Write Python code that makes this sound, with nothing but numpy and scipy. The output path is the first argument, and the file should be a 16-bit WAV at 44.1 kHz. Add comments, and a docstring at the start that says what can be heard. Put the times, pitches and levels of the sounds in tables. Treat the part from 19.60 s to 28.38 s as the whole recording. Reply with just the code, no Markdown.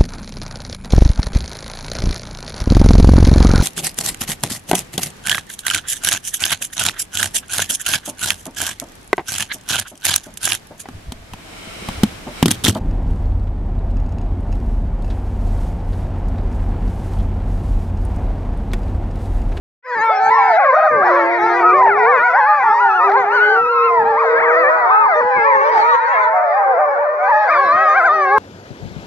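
"""A wolf howls long and low over a snowy clearing, and its pack, near and far, joins in chorus.
Wavering yowls and high squeals ride over the howls; each voice is a stack of harmonics shaped by throat and mouth,
growing louder and more open as its pitch rises. Paws thud as swells of dark noise, a few snarls are chopped noise,
and the bare trees throw back a soft echo made of scattered taps."""
import sys
import numpy as np
from scipy import signal
from scipy.fft import rfft, irfft
from scipy.io import wavfile
from scipy.ndimage import uniform_filter1d, minimum_filter1d, map_coordinates

SR = 44100
rng = np.random.default_rng(int(sys.argv[2]) if len(sys.argv) > 2 else 0)


def pcm_store(signal):
    """Save signal as 16-bit PCM."""
    levels = np.round(np.clip(np.atleast_2d(signal), -1, 1) * 32767)
    wavfile.write(sys.argv[1], SR, levels.astype(np.int16).T)


N = 387330
TIME = np.arange(N) / SR

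# Long, steady howls of the near wolves, one call a row. Columns: level_db [dB, before the gain of its kind],
# swell_db [dB, rise from start to end], mouth_hz [Hz, resonance at the call's average pitch],
# bright_db [dB per octave of harmonics, up to the sixth], lag_ms [ms, left ear later than right],
# pitch [list of (point_s [s], pitch_hz [Hz])]
HOWL_CALLS = [(-18.5, -2, 753, 6.5, -0.039, [(0.252, 510), (0.332, 486.5), (0.396, 423.6), (0.436, 457.2),
              (0.592, 414.5), (0.61, 438), (0.782, 452), (0.968, 437)]),
              (-20.0, 4, 830, -10.5, -0.18, [(1.316, 499), (1.432, 362), (1.646, 340), (1.8, 351.3),
              (2.038, 350), (2.42, 425.7), (2.562, 526), (2.58, 435)]),
              (-23.5, 12.5, 590, 8.5, -0.035, [(1.834, 451.6), (2.026, 371.4)]),
              (-23, 4.5, 780, 2.0, 0.0, [(3.042, 406), (3.184, 424.4), (3.44, 349)]),
              (-20.5, 5, 620, -1.5, 0.084, [(3.446, 395), (3.884, 422), (4.042, 485.4), (4.154, 473.8),
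              (4.546, 451.5), (4.894, 472), (5.096, 521)]), (-24.5, 6.5, 940, -0.5, -0.096, [(4.304, 708),
              (4.524, 582), (4.644, 638), (5.03, 645.4)]), (-21, -5, 930, 2.5, 0.094, [(5.1, 482.3),
              (5.208, 493.5), (5.306, 441.6), (5.566, 403)]),
              (-20.5, -7.5, 766, -1.5, -0.032, [(5.566, 469), (5.608, 485.4), (5.774, 512), (5.792, 461),
              (6.032, 404.4)]), (-15, 5.5, 920, 0, -0.32, [(5.854, 559.4), (5.996, 531), (6.096, 609)]),
              (-19.5, 6.5, 700, 4.5, -0.35, [(6.012, 451), (6.218, 439.7), (6.356, 496.4)]),
              (-31.5, -4.5, 1140, 1, -0.15, [(6.58, 447), (6.982, 427), (7.288, 359), (7.85, 433.6)]),
              (-21.5, -10.5, 700, -1, 0.0, [(7.176, 504.7), (7.194, 617.4), (7.32, 563), (7.528, 607),
              (7.724, 572), (7.892, 660)]), (-20.5, 14.5, 730, -2, -0.018, [(8.512, 399), (8.682, 375.3),
              (8.774, 437), (8.82, 470)])]
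# Wavering yowls that break upward into yelps. Columns: level_db [dB, before the gain of its kind], swell_db [dB],
# mouth_hz [Hz], bright_db [dB per octave], lag_ms [ms], pitch [list of (point_s [s], pitch_hz [Hz])]
YOWL_CALLS = [(-16.0, 4.5, 804, 3.5, -0.1, [(0.486, 420.4), (0.52, 763), (0.692, 771), (0.716, 1036),
              (0.788, 830), (0.894, 743), (0.96, 626), (1.008, 876), (1.054, 603), (1.108, 512)]),
              (-19, 7, 1030, -2.5, -0.05, [(0.75, 1015), (0.878, 986), (0.968, 844), (1.006, 560),
              (1.132, 516)]), (-15.5, -2.5, 965, -2.5, -0.014, [(1.118, 499), (1.14, 625), (1.264, 622),
              (1.422, 573), (1.456, 903), (1.526, 521), (1.588, 591), (1.658, 516)]),
              (-16.0, -1, 930, -1.5, 0.0, [(1.132, 479), (1.194, 833), (1.212, 605), (1.25, 855),
              (1.288, 611)]), (-20, 4.5, 820, 6, -0.029, [(1.454, 472), (1.558, 516), (1.606, 435),
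              (1.774, 478), (1.792, 419), (1.906, 460), (1.996, 495), (2.048, 435)]),
              (-18.0, -2, 690, 8, -0.028, [(2.058, 472), (2.118, 475), (2.152, 595), (2.206, 608),
              (2.242, 1039), (2.29, 413)]), (-15, 4.5, 1190, 6.5, -0.055, [(2.27, 928), (2.286, 877),
              (2.306, 749), (2.4, 489), (2.452, 471), (2.498, 619), (2.55, 512), (2.61, 474), (2.73, 497)]),
              (-19.5, -1, 870, 8.0, 0.0, [(2.37, 693), (2.392, 790), (2.456, 680), (2.506, 812),
              (2.58, 548), (2.666, 767), (2.716, 658)]), (-16, -5.5, 880, 5, -0.043, [(2.738, 692),
              (2.788, 984), (2.814, 840), (2.958, 852), (3.02, 770), (3.046, 902), (3.102, 852),
              (3.208, 992), (3.34, 820), (3.47, 1002), (3.514, 614)]),
              (-18.5, -5, 1130, 4.5, -0.035, [(2.748, 461), (2.796, 566), (2.84, 496), (2.9, 625),
              (2.974, 580), (3.02, 505), (3.128, 417)]), (-18, 2, 850, 0.5, -0.063, [(3.476, 672),
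              (3.552, 954), (3.57, 779), (3.628, 785), (3.658, 674)]),
              (-20, -2.5, 840, 6, -0.11, [(3.528, 404), (3.58, 550), (3.666, 394), (3.766, 512),
              (3.808, 420), (3.996, 384)]), (-29.5, -7, 820, 4, 0.04, [(3.71, 420), (3.742, 641),
              (3.826, 307), (3.942, 270), (4.018, 434)]), (-17.5, 5.5, 1770, -3.5, -0.14, [(4.63, 560),
              (4.732, 478), (4.792, 574), (4.834, 1170), (4.86, 932), (4.936, 592), (4.992, 675),
              (5.056, 566), (5.098, 645)]), (-24.5, -23, 1180, -4.5, -0.25, [(5.098, 608), (5.15, 653),
              (5.256, 591), (5.299, 640), (5.386, 630), (5.448, 576), (5.468, 461)]),
              (-19, 10.5, 930, 0.5, -0.18, [(5.164, 888), (5.234, 706), (5.326, 764), (5.402, 887),
              (5.47, 929), (5.492, 779), (5.546, 594), (5.6, 629), (5.63, 426)]),
              (-19, 14, 1250, -2.5, -0.2, [(5.52, 765), (5.57, 881), (5.744, 806), (5.862, 856),
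              (5.882, 1038), (5.938, 943), (5.964, 853)]), (-18.5, -2, 320, -4.5, 0.077, [(6.02, 844),
              (6.116, 994), (6.192, 823), (6.226, 934), (6.392, 941), (6.42, 876), (6.568, 1025),
              (6.63, 1026), (6.678, 932)]), (-19.5, 2.5, 1080, 4.5, -0.3, [(6.116, 520), (6.196, 652),
              (6.23, 581), (6.302, 644), (6.352, 528), (6.442, 466), (6.522, 550), (6.686, 502)]),
              (-22.5, 4, 770, 1.0, -0.21, [(6.49, 814), (6.514, 863), (6.568, 642), (6.646, 627),
              (6.754, 647), (6.916, 595), (7.034, 609), (7.062, 552), (7.16, 499)]),
              (-25, 8.5, 1100, -3, -0.2, [(6.532, 944), (6.592, 916), (6.692, 873), (6.78, 945),
              (6.928, 845)]), (-17.0, 2.5, 910, -6.5, 0.11, [(6.744, 724), (6.836, 731), (6.896, 670),
              (6.978, 815), (7.12, 767), (7.166, 654), (7.206, 789), (7.248, 731)]),
              (-24, 3.5, 1040, -4.5, 0.14, [(7.276, 750), (7.328, 883), (7.37, 672), (7.414, 973),
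              (7.488, 542)]), (-15.5, 4.5, 1176, -4, 0.091, [(7.596, 701), (7.682, 814), (7.702, 1051),
              (7.728, 850), (7.866, 846), (7.906, 615)]), (-24, 1.5, 780, 4.5, 0.0, [(7.632, 495.6),
              (7.696, 497.7), (7.724, 607), (7.836, 631), (7.858, 551), (7.876, 449)]),
              (-24, -9, 1320, 0, 0.023, [(7.882, 489), (7.924, 621), (7.962, 428), (7.986, 552),
              (8.112, 495), (8.142, 672), (8.18, 502.4), (8.226, 560), (8.546, 491)]),
              (-23.5, -2, 740, 5, 0.11, [(7.896, 305), (8.028, 404), (8.09, 319), (8.228, 397),
              (8.264, 352), (8.286, 405), (8.474, 331), (8.51, 381)]),
              (-14.0, -0.5, 1220, 0.5, 0.06, [(7.912, 616), (8.04, 542), (8.208, 647), (8.336, 600),
              (8.382, 828), (8.422, 604), (8.46, 810), (8.494, 587), (8.538, 640), (8.702, 526),
              (8.74, 559), (8.812, 509.4)])]
# High, nearly pure squeals. 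Columns: level_db [dB, before the gain of its kind], swell_db [dB],
# mouth_hz [Hz], bright_db [dB per octave], lag_ms [ms], pitch [list of (point_s [s], pitch_hz [Hz])]
SQUEAL_CALLS = [(-17.5, 1.5, 900, 0.5, -0.1, [(0.656, 796), (0.784, 1143), (0.85, 837), (0.914, 759)]),
                (-12, 2, 1320, -7, -0.021, [(2.038, 1260), (2.096, 1282), (2.194, 1044), (2.304, 853)]),
                (-21, 0, 1000, -13, -0.11, [(3.04, 1048), (3.06, 1176), (3.098, 1133), (3.13, 1401),
                (3.17, 810)]), (-17.5, 5, 760, 1.5, -0.11, [(3.188, 1129), (3.21, 1411), (3.284, 1472),
                (3.314, 1242), (3.37, 1453), (3.42, 1178), (3.446, 1306), (3.484, 1165)]),
                (-16.0, -2, 470, -2.5, -0.1, [(3.712, 1298), (3.75, 1530), (3.79, 1386), (3.816, 1467),
                (3.932, 1542), (3.982, 1363), (4.068, 1278), (4.116, 1386), (4.208, 1257), (4.254, 1392),
                (4.296, 1237)]), (-18.0, 8.5, 1130, -2, 0.11, [(4.126, 1057), (4.234, 1060), (4.354, 1026),
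                (4.426, 806)]), (-17.5, -2.5, 440, -1.5, -0.057, [(4.46, 784), (4.508, 882), (4.556, 780),
                (4.604, 1252), (4.66, 634)]), (-13, -4.5, 840, -6, -0.24, [(5.3, 970), (5.317, 1250),
                (5.398, 1309), (5.45, 1180), (5.48, 908)])]
# What every wolf's throat and muzzle let through. Columns: frequency_hz [Hz], relative_level_db [dB]
THROAT_RESPONSE = [(250, -8.5), (400, 0), (1400, 5.5), (1900, 5.5), (2300, 3), (2900, -18), (3500, -10.5),
                   (4600, -6.5), (6500, -12), (8000, -24), (11000, -31.5)]
# Overtones swell as muzzles turn to the microphone.
# Columns: time_s [s], treble_db [dB, before each voice adds its facing_db]
FACING_CURVE = [(.4, -53.5), (.8, -52.5), (1.8, -52.5), (2.3, -66), (3.2, -57.5), (4.1, -48), (5.3, -54.5),
                (5.9, -53), (6.25, -51), (6.7, -57), (7.5, -60), (7.9, -50)]
# The far wolves together. Columns: time_s [s], level_db [dB]
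FAR_PACK_LEVEL = [(.25, -18.5), (.5, -30), (1.4, -18.5), (2.1, -27), (2.8, -25), (4.1, -31), (4.8, -21.5),
                  (6.2, -22.5), (7.0, -21.5), (7.5, -24.5), (8.1, -26), (8.7, -30)]
# Paws landing in snow. Columns: start_s [s], length_s [s], level_db [dB]
PAW_STEPS = [(.62, .1, -45), (1.3, 0.16, -32.5), (1.85, 0.84, -43.5), (4.36, 0.13, -35.5), (5.6, 0.09, -39),
             (5.75, 0.055, -33), (8.02, 0.089, -45.5)]
# The pack shuffling about. Columns: time_s [s], level_db [dB, before its random unevenness]
SHUFFLE_LEVEL = [(6.3, -55), (6.8, -67), (7.5, -66), (8.1, -55)]
# Colour of steps in snow. Columns: frequency_hz [Hz], relative_level_db [dB]
SNOW_COLOUR = [(25, -27.5), (70, -10.5), (130, -4.5), (240, -4), (400, 0.5), (1500, -32), (12000, -62)]
# Colour of the winter air. Columns: frequency_hz [Hz], relative_level_db [dB]
AIR_COLOUR = [(30, -8.5), (80, -1), (900, -7.5), (5500, -8.5), (8000, -23), (11000, -27.5), (15000, -39.5)]
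# Snarls. Columns: start_s [s], length_s [s], level_db [dB, before the rattle]
SNARL_BURSTS = [(1.42, 0.084, -32.5), (3.47, 0.085, -28.5), (6.1, 0.14, -27)]

# every voice fades in, holds and fades out
ATTACK_S, RELEASE_S = 0.028, 0.029
# near calls reach this far beyond their first and last pitch points
OVERHANG_S = 0.015
# a near wolf pushes harder and opens its mouth as the pitch goes up
PUSH_DB_PER_OCTAVE, MOUTH_OCTAVES_PER_OCTAVE = 3.5, 0.17
# average rate of the pitch waver
WAVER_HZ = 9
# silence before the fade-in, its length, and the upper band limit
START_S, FADE_IN_S, EDGE_HZ = 0.225, 0.22, 15700


def gain_of(db):
    """Decibels to amplitude."""
    return 10 ** (np.asarray(db) / 20)


def evened(x):
    """Scales to an rms of one."""
    return x / np.sqrt(np.mean(x ** 2) + 1e-20)


def read(points, hz):
    """Reads a spectrum at any frequency, straight on a log axis."""
    f, value = np.transpose(points)
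    return np.interp(np.log(hz + 1), np.log(f + 1), value)


def follow(curve, t):
    """Reads a curve at any time, straight between its points."""
    return np.interp(t, *np.transpose(curve)[:2])


def add(mix, start_s, sound):
    """Lays a stereo sound into the mix, cut where the mix ends."""
    part = mix[:, max(round(start_s * SR), 0):][:, :sound.shape[1]]
    part += sound[:, :part.shape[1]]


def wander(t, top_hz):
    """Random drift of rms about one: twelve sines of random phase, the slower ones stronger."""
    rates = np.geomspace(top_hz / 10, top_hz, num=12)
    coarse = np.arange(t[0], t[-1] + 0.004, 0.002)
    cycles = rates[:, None] * coarse + rng.random((len(rates), 1))
    waves = np.sin(2 * np.pi * cycles) / np.sqrt(rates[:, None])
    drift = waves.sum(0) / np.sqrt(np.sum(0.5 / rates))
    return np.interp(t, coarse, drift)


def placed(x, lag_ms):
    """Places a sound sideways: a positive lag makes it reach the left ear later than the right."""
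    at = np.arange(len(x))
    shift = lag_ms * SR / 2000  # half the lag on each side, in samples
    left = map_coordinates(x, [at - shift], order=3)
    right = map_coordinates(x, [at + shift], order=3)
    return np.array([left, right])


def voice(t, hz, level_db, mouth_hz, bright_db, top_hz, vibrato, jitter, shimmer_db, sharpness=3,
          facing_db=52.5, squeal_db=10, break_db=5, break_octaves_per_s=10):
    """Vocal folds give a stack of harmonics; the open mouth lifts those near its resonance."""
    # vibrato and jitter are fractions of the pitch
    waver = np.sin(2 * np.pi * np.cumsum(WAVER_HZ + 2 * wander(t, 6)) / SR)
    sung_hz = hz * (1 + vibrato * waver + jitter * wander(t, 220))
    phase = 2 * np.pi * np.cumsum(sung_hz) / SR

    # harmonic levels are worked out on a coarse grid of every 64th sample
    step = 64
    coarse_t, coarse_hz = t[::step], sung_hz[::step]
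    order = np.arange(1, int(top_hz / np.median(sung_hz)) + 1)[:, None]
    partial_hz = order * coarse_hz
    ratio = partial_hz / mouth_hz[::step]
    resonance = 1 / np.hypot(1 - ratio ** 2, ratio / sharpness)
    tilt_db = bright_db * np.log2(np.minimum(order, 6))
    size = gain_of(read(THROAT_RESPONSE, partial_hz) + tilt_db) * resonance
    # a squeal is pressed so hard that its octave stands out
    size[1] *= gain_of(squeal_db * np.clip((coarse_hz - 1100) / 250, 0, 1))
    size *= gain_of(level_db[::step]) / np.sqrt(np.sum(size ** 2, 0) / 2)

    # only the short waves are beamed by the muzzle, and they thin out while the voice breaks in a fast glide
    glide = abs(np.gradient(np.log2(hz[::step]), step / SR))  # octaves per second
    breaking = np.tanh(glide / break_octaves_per_s)
    treble_db = follow(FACING_CURVE, coarse_t) + facing_db - break_db * breaking
    size *= gain_of(treble_db * np.clip((partial_hz - 2300) / 1000, 0, 1))

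    out = np.zeros(len(t))
    for k, row in enumerate(size, 1):
        # each harmonic flutters by itself as the head moves over the reflecting snow, the high ones most
        flutter = gain_of(shimmer_db * np.sqrt(k) * wander(coarse_t, 22))
        tone = np.sin((k * phase % (2 * np.pi)).astype(np.float32))
        out += np.interp(t, coarse_t, row * flutter) * tone
    fade = np.clip(np.minimum((t - t[0]) / ATTACK_S, (t[-1] - t) / RELEASE_S), 0, 1)
    return out * np.sin(np.pi / 2 * fade)


def call(level_db, swell_db, mouth_hz, pitch):
    """Gives a call's time, pitch, level and mouth: level swells evenly, and both level and mouth rise with pitch."""
    point_s, point_hz = np.transpose(pitch)
    t = np.arange(point_s[0] - OVERHANG_S, point_s[-1] + OVERHANG_S, 1 / SR)
    hz = uniform_filter1d(follow(pitch, t), size=800)  # rounds the corners of the glide
    octaves = np.log2(hz / point_hz.mean())
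    swell = swell_db * np.linspace(-0.5, 0.5, len(t))
    effort_db = level_db + swell + PUSH_DB_PER_OCTAVE * octaves
    return t, hz, effort_db, mouth_hz * 2 ** (MOUTH_OCTAVES_PER_OCTAVE * octaves)


def near_wolves(calls, gain_db, vibrato, jitter, shimmer_db):
    """Voices calls of one kind from the clearing, each with its own delay between the ears."""
    mix = np.zeros((2, N))
    for level_db, swell_db, mouth_hz, bright_db, lag_ms, pitch in calls:
        t, hz, effort_db, mouth = call(level_db, swell_db, mouth_hz, pitch)
        sound = voice(t, hz, effort_db, mouth, bright_db, 9500, vibrato, jitter, shimmer_db)
        add(mix, t[0], placed(sound, lag_ms))
    return gain_of(gain_db) * mix


def far_wolves(count=26, low_hz=420, high_hz=620, mouth_hz=1100, bright_db=0.5):
    """Overlapping yowls drift and sag in pitch around a random base, from all sides."""
    mix = np.zeros((2, N))
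    starts_s = np.linspace(0, 8.2, count)
    for start_s, (when, height, length, side) in zip(starts_s, rng.random((count, 4))):
        t = start_s + 0.2 * when + np.arange(0, 0.63 + 0.5 * length, 1 / SR)
        u = np.linspace(0, 1, len(t))  # progress through the call
        base_hz = low_hz * (high_hz / low_hz) ** height
        hz = base_hz * np.exp(0.14 * (wander(t, 10) + 0.5 - u))
        level_db = -10 * (2 * u - 1) ** 2
        mouth = mouth_hz * np.exp(0.35 * wander(t, 4))
        sound = voice(t, hz, level_db, mouth, bright_db, top_hz=7000, vibrato=0.05, jitter=0.004,
                      shimmer_db=1.3, facing_db=49)
        add(mix, t[0], placed(sound, 1.07 * (side - 0.5)))
    return evened(mix) * gain_of(follow(FAR_PACK_LEVEL, TIME))


def trees(x, t60=0.88, treble_t60=0.38):
    """Trunks and branches scatter sparse random echoes, the treble dying first; t60 is seconds to fall 60 dB."""
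    present = (rng.random((2, SR)) < 900 / SR) * (TIME[:SR] > 0.008)  # about 900 taps a second
    taps = rng.standard_normal((2, SR)) * present
    hz, t, z = signal.stft(taps, SR, nperseg=256)
    fall_s = read([(800, t60), (6000, treble_t60)], hz)[:, None]
    tail = signal.istft(z * gain_of(-60 * t / fall_s), SR, nperseg=256)[1]
    return signal.fftconvolve(x, tail / np.linalg.norm(tail[0]), axes=1)[:, :N]


def noise(spectrum, apart):
    """Stereo noise of a given colour; apart scales the part that is opposite in the two ears."""
    colour = gain_of(read(spectrum, np.fft.rfftfreq(N, 1 / SR)))
    mid, side = irfft(rfft(rng.standard_normal((2, N))) * colour, N)
    return evened(np.array([mid + apart * side, mid - apart * side]))


def bursts(table):
    """Level curve with one rounded swell a row."""
    level = np.zeros(N)
    for start_s, length_s, level_db in table:
        level += gain_of(level_db) * np.sin(np.pi * np.clip((TIME - start_s) / length_s, 0, 1))
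    return level


def paws(uneven_db=6.5):
    """Heavy steps press the snow in swells of dark noise, over the uneven shuffling of the pack."""
    shuffle = gain_of(follow(SHUFFLE_LEVEL, TIME) + uneven_db * wander(TIME, 22))
    return noise(SNOW_COLOUR, apart=0.085) * (bursts(PAW_STEPS) + shuffle)


def snarls(rattle_hz=75, depth=1.0, mouth_hz=1400):
    """Turbulence in the throat, chopped by slack folds at an unsteady rate."""
    rate_hz = rattle_hz * (1 + 0.23 * wander(TIME, 40))
    rattle = 1 + depth * np.sin(2 * np.pi * np.cumsum(rate_hz) / SR)
    colour = [(100, -38)]
    for hz, db in THROAT_RESPONSE:
        colour.append((hz, db - 10 * np.log10(1 + (hz / mouth_hz) ** 3)))
    return noise(colour, apart=0.12) * rattle * bursts(SNARL_BURSTS)


def scene(air_db=-63):
    """Near and far wolves, their echo, paws and the winter air."""
    howls = near_wolves(HOWL_CALLS, gain_db=1.0, vibrato=0.0035, jitter=0.011, shimmer_db=2.03)
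    yowls = near_wolves(YOWL_CALLS, gain_db=1, vibrato=0.013, jitter=0.0072, shimmer_db=1.94)
    squeals = near_wolves(SQUEAL_CALLS, gain_db=1.2, vibrato=0.0074, jitter=0.0097, shimmer_db=1.5)
    near = howls + yowls + squeals
    far = far_wolves() + snarls()  # snarls share the far wolves' stronger echo
    echo = trees(gain_of(-20) * near + gain_of(-12) * far)
    air = gain_of(air_db) * noise(AIR_COLOUR, apart=0.24)
    return near + far + echo + paws() + air


def record(dry):
    """The left capsule is the brighter one; then a quick fade-in, a smooth peak limiter and the band limit."""
    lean_db = read([(1000, 0.0), (2000, 4.5), (4500, 6), (8000, 0.4)], np.fft.rfftfreq(N, 1 / SR))
    capsules = gain_of(np.array([lean_db, -lean_db]) / 2)
    fade_in = np.clip((TIME - START_S) / FADE_IN_S, 0, 1)
    heard = irfft(rfft(dry) * capsules, N) * fade_in
    # both sides duck together around peaks above 0.93
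    duck = minimum_filter1d(1 / np.maximum(abs(heard).max(0) / 0.93, 1), size=600)
    heard = heard * uniform_filter1d(uniform_filter1d(duck, size=300), size=300)
    low_pass = signal.firwin(511, EDGE_HZ, window=("kaiser", 9), fs=SR)
    return signal.oaconvolve(heard, low_pass[None], "same")


dry = scene()
out = record(dry)
pcm_store(out)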